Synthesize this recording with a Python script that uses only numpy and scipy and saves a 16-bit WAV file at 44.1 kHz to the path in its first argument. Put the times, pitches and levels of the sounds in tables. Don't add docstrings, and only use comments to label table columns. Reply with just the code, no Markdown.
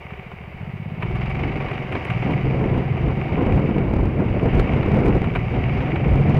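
import sys
import numpy as np
from scipy import signal
from scipy.io import wavfile

SR = 44100
rng = np.random.default_rng(int(sys.argv[2]) if len(sys.argv) > 2 else 0)


def decibels_to_gain(level_db):
    exponent = np.asarray(level_db, float) / 20
    return 10 ** exponent


def store_pcm(level_fs):
    pcm = np.round(np.clip(level_fs, -1, 1) * 32767).astype(np.int16)
    wavfile.write(sys.argv[1], SR, np.atleast_2d(pcm).T)


N = 281799

# time in seconds, firing cycles per second.
CRANK_SPEED = [(0.0, 14.47), (0.32, 13.82), (0.96, 17.19), (1.28, 22.01), (1.44, 23.82), (1.76, 22.78),
               (2.08, 18.47), (2.4, 22.46), (2.72, 20.71), (3.52, 24.29), (3.68, 23.91), (3.84, 20.31),
               (4.16, 19.58), (4.96, 22.75), (5.28, 18.2), (5.76, 22.82), (5.92, 21.76), (6.39, 23.45)]
# time in seconds, peak level in dB.
THROTTLE_CURVE = [(0, -34), (.3, -34), (.56, -31), (.6, -22.5), (.97, -20), (1.05, -15), (1.55, -19.5),
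                  (1.72, -25.5), (2.04, -26), (2.1, -15.5), (2.55, -18.5), (2.75, -18), (3.4, -17),
                  (3.8, -22), (4.9, -17.5), (5.25, -17), (5.6, -17), (6.39, -12.5)]
# frequency in Hz, width in Hz, level in dB.
BODY_MODES = [(380, 29, 8), (450, 89, 0), (742, 32.4, 6.5), (919, 35, 0.5), (1154, 185, -2.5),
              (1970, 200, -1.5), (2248, 166, 3.5), (2870, 600, -8)]
# frequency in Hz, density in dB per Hz.
GEAR_SPECTRUM = [(210, -28.5), (350, 1.5), (441, -5.5), (488, -3), (755, -1.5), (836, -5.5), (1180, -14.5),
                 (1700, -12), (2230, -9), (3200, -21.5), (4160, -51.5), (7040, -120)]
# frequency in Hz, width in Hz, level in dB.
METAL_LEAK = [(3640, 750, -25.5), (4670, 770, -29.5), (5220, 2400, -38), (9550, 600, -48.5)]
# middle in seconds, length in seconds, extra clatter in dB.
GRIT_PATCHES = [
    (0.0, 0.4, 3),
    (1.498, 0.2, 0.5),
    (2.136, 0.24, 4),
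    (2.938, .15, -1),
    (3.851, 0.67, -2.5),
    (4.604, 0.2, 2),
    (5.367, 0.8, 1.5),
]
# peak time in seconds, peak in dB, low thud and bright tick in dB relative to it.
BODY_KNOCKS = [(0.1082, -29, -19, -38), (0.3181, -33.5, 5, -27.5), (1.0265, -18, -9, -36.5),
               (1.0324, -22, -10, -42), (1.102, -34, -4, -24), (1.157, -23.5, -25, -28),
               (1.299, -25, -10, -29), (1.662, -26, -12, -47), (1.6868, -25, 10, -37),
               (1.718, -34, 7, -19.5), (1.926, -16, -12, -33), (1.955, -20, 6, -35.5),
               (2.0518, -28.5, 3, -18), (2.1037, -14.5, -24, -34), (2.2264, -26, 4, -32.5),
               (2.3098, -24, 1, -28), (2.7774, -30, 2.5, -27.5), (3.0879, -31.5, -1, -36),
               (3.6665, -37.5, 8, -30), (4.3934, -42, -5.5, -43), (4.5975, -20.5, 12, -23),
               (4.8321, -24, 5, -46.5), (5.0602, -23.5, 15, -22), (5.2448, -19.5, -9, -33.5),
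               (5.3541, -16.5, -12, -33.5), (5.3604, -18, 2.5, -35), (5.8067, -25, 8, -34),
               (5.9603, -22, 11, -33)]
# time in seconds, level in dB.
ROAD_WIND = [(0, -69), (.5, -51.5), (.95, -42.5), (1.5, -30.5), (2.0, -37), (2.6, -28), (3.6, -27.5),
             (5.2, -25.5), (5.45, -34.5), (6.39, -18)]
# frequency in Hz, density in dB per Hz.
FLUTTER_SPECTRUM = [(65, -29), (110, -2.5), (184, 1), (214, -2.5), (247, -4), (315, -5.5), (453, -9),
                    (1380, -31), (1800, -37.5), (2340, -59.5), (3960, -120)]
# middle in seconds, peak in dB, length in seconds, deep part in dB relative to the peak.
WIND_GUSTS = [(1.168, -51, 0.19, 7), (1.565, -39, 0.18, 5), (1.756, -54, 0.023, 18),
              (1.954, -26, 0.031, -9), (2.305, -20.5, .045, -10), (2.467, -26.5, 0.038, 3),
              (2.589, -22, 0.088, -10.5), (2.772, -21, 0.053, -3), (3.077, -25, 0.061, -2),
              (3.41, -22.5, 0.11, -16), (3.524, -24.5, 0.045, 9), (3.627, -23, 0.13, -11),
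              (3.816, -26.5, 0.054, 0.5), (3.909, -20.5, 0.028, -6.5), (4.011, -21.5, 0.072, 4.5),
              (4.204, -20, .04, -12), (4.33, -26.5, 0.075, -1), (4.457, -16.5, .04, -11),
              (4.599, -20, 0.052, 6.5), (4.763, -21.5, 0.065, -5.5), (4.87, -23, .03, 0.5),
              (4.962, -17, 0.071, -9.5), (5.086, -16.5, 0.05, -6), (5.161, -16, 0.017, -4),
              (5.257, -24, 0.021, 7.5), (5.378, -37, 0.07, 10.5), (5.571, -26, 0.057, -1),
              (5.675, -35.5, 0.082, 13), (5.82, -40.5, .07, 11.5), (6.139, -31, 0.056, 17)]
# time in seconds, edge level in dB.
OVERLOAD_SLAPS = [(2.659, -59), (2.7784, -47), (3.079, -54), (3.4635, -49.5), (3.5249, -39.5),
                  (3.5616, -45.5), (3.652, -58), (3.9372, -34), (3.9655, -40), (4.056, -45), (4.4294, -58),
                  (4.4568, -45.5), (4.5347, -47.5), (4.602, -32.5), (4.8609, -49.5), (4.8885, -53.5),
                  (4.9168, -44), (4.948, -49.5), (4.9875, -49), (5.0041, -46.5), (5.0636, -46),
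                  (5.0853, -49), (5.1334, -54), (5.153, -51), (5.217, -43.5), (6.0816, -45), (6.1114, -53),
                  (6.1567, -39), (6.3013, -56.5), (6.3453, -42.5)]

FIRST_STROKE, EXHAUST_LAG = .79, .325
GRIP_CYCLES, RUNNING_CYCLES = 17.7, 22.65
SHUDDER_S, SHUDDER_LENGTH_S = 1.3, .3
OVERLOAD = .362


def engine(crank):
    cycles_per_s = np.gradient(crank) * SR
    exhaust_db, = in_time(THROTTLE_CURVE)
    idle_gulp = decibels_to_gain(-29.0) + decibels_to_gain(exhaust_db - 3.0)
    pulling_gulp = (decibels_to_gain(-32) + decibels_to_gain(exhaust_db - 5.5)) * decibels_to_gain(1 * drift(8.3))
    intake_db = 20 * np.log10(np.where(cycles_per_s < GRIP_CYCLES, idle_gulp, pulling_gulp))
    intake = thumps(crank, intake_db, hz=155, width_hz=234)
    exhaust = thumps(crank - EXHAUST_LAG, exhaust_db, hz=129, width_hz=200)

    clutch = np.clip((cycles_per_s - 17) / 3, 0, 1)
    shake = sum(decibels_to_gain(db) * np.sin(2 * np.pi * order * crank) for order, db in [(2, -22), (3, -13.5)])
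    shake = shake * decibels_to_gain(4.0 * bump(SHUDDER_S, SHUDDER_LENGTH_S))
    pipe_gain = decibels_to_gain(-14.5 + 5.5 * drift(18) - 3.5 * bump(1.02, .35))
    pipe_pulse = 1 + 0.51 * np.cos(2 * np.pi * (crank - 0.2))
    pipe = pipe_gain * pipe_pulse * np.cos(2 * np.pi * 6 * crank)
    idling = decibels_to_gain(-43.0) * np.sin(2 * np.pi * 5 * (crank + .05))
    valve = valve_knock(crank - EXHAUST_LAG, exhaust_db - 2.0)
    loaded = clutch * (valve + decibels_to_gain(exhaust_db) * (shake + pipe))
    return band(intake + exhaust, 55, 380) + loaded + idling


def thumps(crank, level_db, hz, width_hz):
    at = np.flatnonzero(np.diff(np.floor(crank)) > 0)
    puffs = np.zeros(N)
    puffs[at] = decibels_to_gain(level_db[at] + 1.2 * rng.standard_normal(len(at)))
    s = np.arange(-2000, 2001) / SR
    shape = np.cos(2 * np.pi * hz * s) * np.exp(-(width_hz * s) ** 2)
    window = np.hanning(len(s))
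    shape = shape - shape.sum() / window.sum() * window
    swell = np.exp(-s / 0.0056) * (1 - np.exp(-s / 0.009)) * (s > 0)
    ring = -np.sin(2 * np.pi * hz * .9 * s) * swell
    return signal.fftconvolve(puffs, shape + 0.12 * ring, "same")


def valve_knock(crank, level_db):
    clicks = np.diff(np.floor(crank), prepend=0) * decibels_to_gain(level_db)
    return sum(decibels_to_gain(db) * resonance(resonance(clicks, hz, width), hz, width)
               for hz, width, db in [(356, 61, 37.6), (758, 64, 34.6)])


def clatter(crank):
    cycles_per_s = np.gradient(crank) * SR
    faster = cycles_per_s - RUNNING_CYCLES
    belt_db = 3.5 * (np.clip((cycles_per_s - GRIP_CYCLES) * 2, 0, 1) - 1)
    grit_db = sum(db * bump(s, length) for s, length, db in GRIT_PATCHES)
    level_db = -39.5 + 0.75 * faster + grit_db + belt_db

    pulsed = np.clip(0.34 + 0.021 * faster + .4 * bump(SHUDDER_S, SHUDDER_LENGTH_S), 0, 1)
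    since = (crank - EXHAUST_LAG - .08) % 1
    burst = rms_one(np.exp(-since / 0.61) + 0.5 * np.exp(-((since + .5) % 1) / 0.053))
    gate = (1 - pulsed) + pulsed * burst * decibels_to_gain(1.3 * drift(12))

    hardness = decibels_to_gain(5.0 * np.minimum(rng.exponential(1, N), 4))
    ticks = (rng.random(N) < 160 / SR) * hardness * rng.choice([-1, 1], N)
    rattle, *metal = gate * rng.standard_normal((1 + len(METAL_LEAK), N))
    peaks = rms_one(body(rattle + 3.55 * ticks))
    broad = gate * coloured(GEAR_SPECTRUM, 1.4 * drift(4.2), patchy_db=0.5, rate=13)
    thin = 0
    for noise, (hz, width, db) in zip(metal, METAL_LEAK):
        ringing = resonance(resonance(noise, hz, width), hz, width)
        thin = thin + decibels_to_gain(db + 0.04 * faster + 1.0 * drift(4.2)) * ringing
    cased = muffled(decibels_to_gain(4.0) * peaks + decibels_to_gain(2.5) * broad, cut_hz=3110)
    return decibels_to_gain(level_db) * (cased + decibels_to_gain(18.5) * thin)


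def knocks():
    crack, thud, tick = np.zeros((3, N))
    s = np.arange(2000) / SR
    noise = rng.standard_normal((len(BODY_KNOCKS), 2, 2000))
    for (when, db, low_db, high_db), (bright, dull) in zip(BODY_KNOCKS, noise):
        at = round((when - .0025) * SR)
        contact = np.where(s == 0, 9.0, bright)
        crack[at:at + 2000] += decibels_to_gain(db) * contact * np.exp(-s / 0.0094)
        tick[at:at + 2000] += decibels_to_gain(db + high_db) * contact * np.exp(-s / 0.01)
        thud[at:at + 2000] += decibels_to_gain(db + min(low_db, 3)) * dull * np.exp(-s / 0.0068)
    ring = decibels_to_gain(2.5) * body(crack) + decibels_to_gain(-5.5) * band(crack, 800, 2100) + decibels_to_gain(8.5) * band(thud, 200, 1300)
    return muffled(ring, cut_hz=4100) + decibels_to_gain(-6.0) * band(tick, 4600, 11000)


def wind():
    steady = decibels_to_gain(in_time(ROAD_WIND)[0])
    sharp = steady + sum(decibels_to_gain(db) * bump(s, length) for s, db, length, deep_db in WIND_GUSTS)
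    deep = sum(decibels_to_gain(db + deep_db) * bump(s, length) for s, db, length, deep_db in WIND_GUSTS)
    lumps_db = 1.2 * drift(14) + 2.2 * drift(50)
    flutter = muffled(coloured(FLUTTER_SPECTRUM, lumps_db, patchy_db=-1.0, rate=12), cut_hz=2500)

    throb_gain = decibels_to_gain(-46) + decibels_to_gain(-5) * (steady + 0.56 * deep)
    buffet_gain = decibels_to_gain(-53) + decibels_to_gain(-16) * steady + decibels_to_gain(-5.0) * deep
    rumble_gain = decibels_to_gain(-52.5) + decibels_to_gain(-22.0) * steady
    throb = throb_gain * band_noise(68, 115)
    buffet = buffet_gain * band_noise(37, 66)
    rumble = rumble_gain * band_noise(23, 33)
    return decibels_to_gain(-1.5) * sharp * flutter + throb + buffet + rumble


def slaps(pressure):
    out = np.zeros(N)
    push = np.hanning(120)
    for when, db in OVERLOAD_SLAPS:
        at = round(when * SR) - 10
        swing = (pressure + out)[at + 60]
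        top = OVERLOAD * decibels_to_gain(max(.3 * (db + 58), 0) + .5)
        out[at:at + len(push)] += ((top * np.sign(swing) - swing) * push)[:N - at]
    return out


def body(x):
    peaks = sum((-1) ** k * decibels_to_gain(db) * resonance(x, hz, width) for k, (hz, width, db) in enumerate(BODY_MODES))
    return band(peaks, 170, 6700)


def muffled(x, cut_hz):
    return signal.sosfilt(signal.butter(7, cut_hz, fs=SR, output="sos"), x)


def resonance(x, hz, width_hz):
    r = np.exp(-np.pi * width_hz / SR)
    top = np.array([1, 0, -1]) * (1 - r * r) / 2
    return signal.lfilter(top, [1, -2 * r * np.cos(2 * np.pi * hz / SR), r * r], x)


def coloured(spectrum, together_db, patchy_db, rate):
    hz, db = np.transpose(spectrum)
    white, out = rng.standard_normal((2, N)), 0
    edges = 45 * 2 ** np.arange(0, 8.1, .5)
    for k, (low, high) in enumerate(zip(edges, edges[1:])):
        level_db = np.interp(np.log(low * high) / 2, np.log(hz), db, left=-70, right=-70)
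        out = out + decibels_to_gain(level_db + patchy_db * drift(rate)) * band(white[k % 2], low, high)
    return rms_one(out * decibels_to_gain(together_db))


def band(x, low_hz, high_hz, order=2):
    return signal.sosfilt(signal.butter(order, [low_hz, high_hz], "band", fs=SR, output="sos"), x)


def band_noise(low_hz, high_hz):
    return rms_one(band(rng.standard_normal(N), low_hz, high_hz))


def drift(rate):
    r = np.exp(-40 * np.pi * rate / SR)
    slow = signal.lfilter([1], [1, -2 * r, r * r], rng.standard_normal(N // 20 + 2002))[2000:]
    return np.interp(np.arange(N) / 20, np.arange(len(slow)), rms_one(slow))


def bump(middle_s, length_s):
    return np.exp(-((np.arange(N) / SR - middle_s) / length_s) ** 2)


def in_time(rows):
    s, *columns = np.transpose(rows)
    return [np.interp(np.arange(N) / SR, s, c) for c in columns]


def rms_one(x):
    return x / np.sqrt(np.mean(x ** 2) + 1e-20)


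def scene():
    crank = np.cumsum(in_time(CRANK_SPEED)[0]) / SR - FIRST_STROKE + 1
    pressure = engine(crank) + clatter(crank) + knocks() + wind()
    return (pressure + slaps(pressure))[None]


def low_pass(x):
    return signal.sosfilt(signal.butter(12, 15830, fs=SR, output="sos"), x)


def record(dry):
    s = np.arange(N) / SR
    fade_out = np.minimum((s[-1] - s) / .0006, 1)
    clipped = np.clip(dry, -OVERLOAD, OVERLOAD) * fade_out
    hiss = decibels_to_gain(-74) * band_noise(3000, 17000)
    beat = 2 * np.pi * 58.0 * s
    throb = 1 + .8 * np.cos(beat) + .4 * np.cos(2 * beat)
    whine = decibels_to_gain(-80.5) * throb * np.sin(2 * np.pi * 15174.5 * s)
    return low_pass(clipped + hiss + whine)


dry = scene()
out = record(dry)
store_pcm(out)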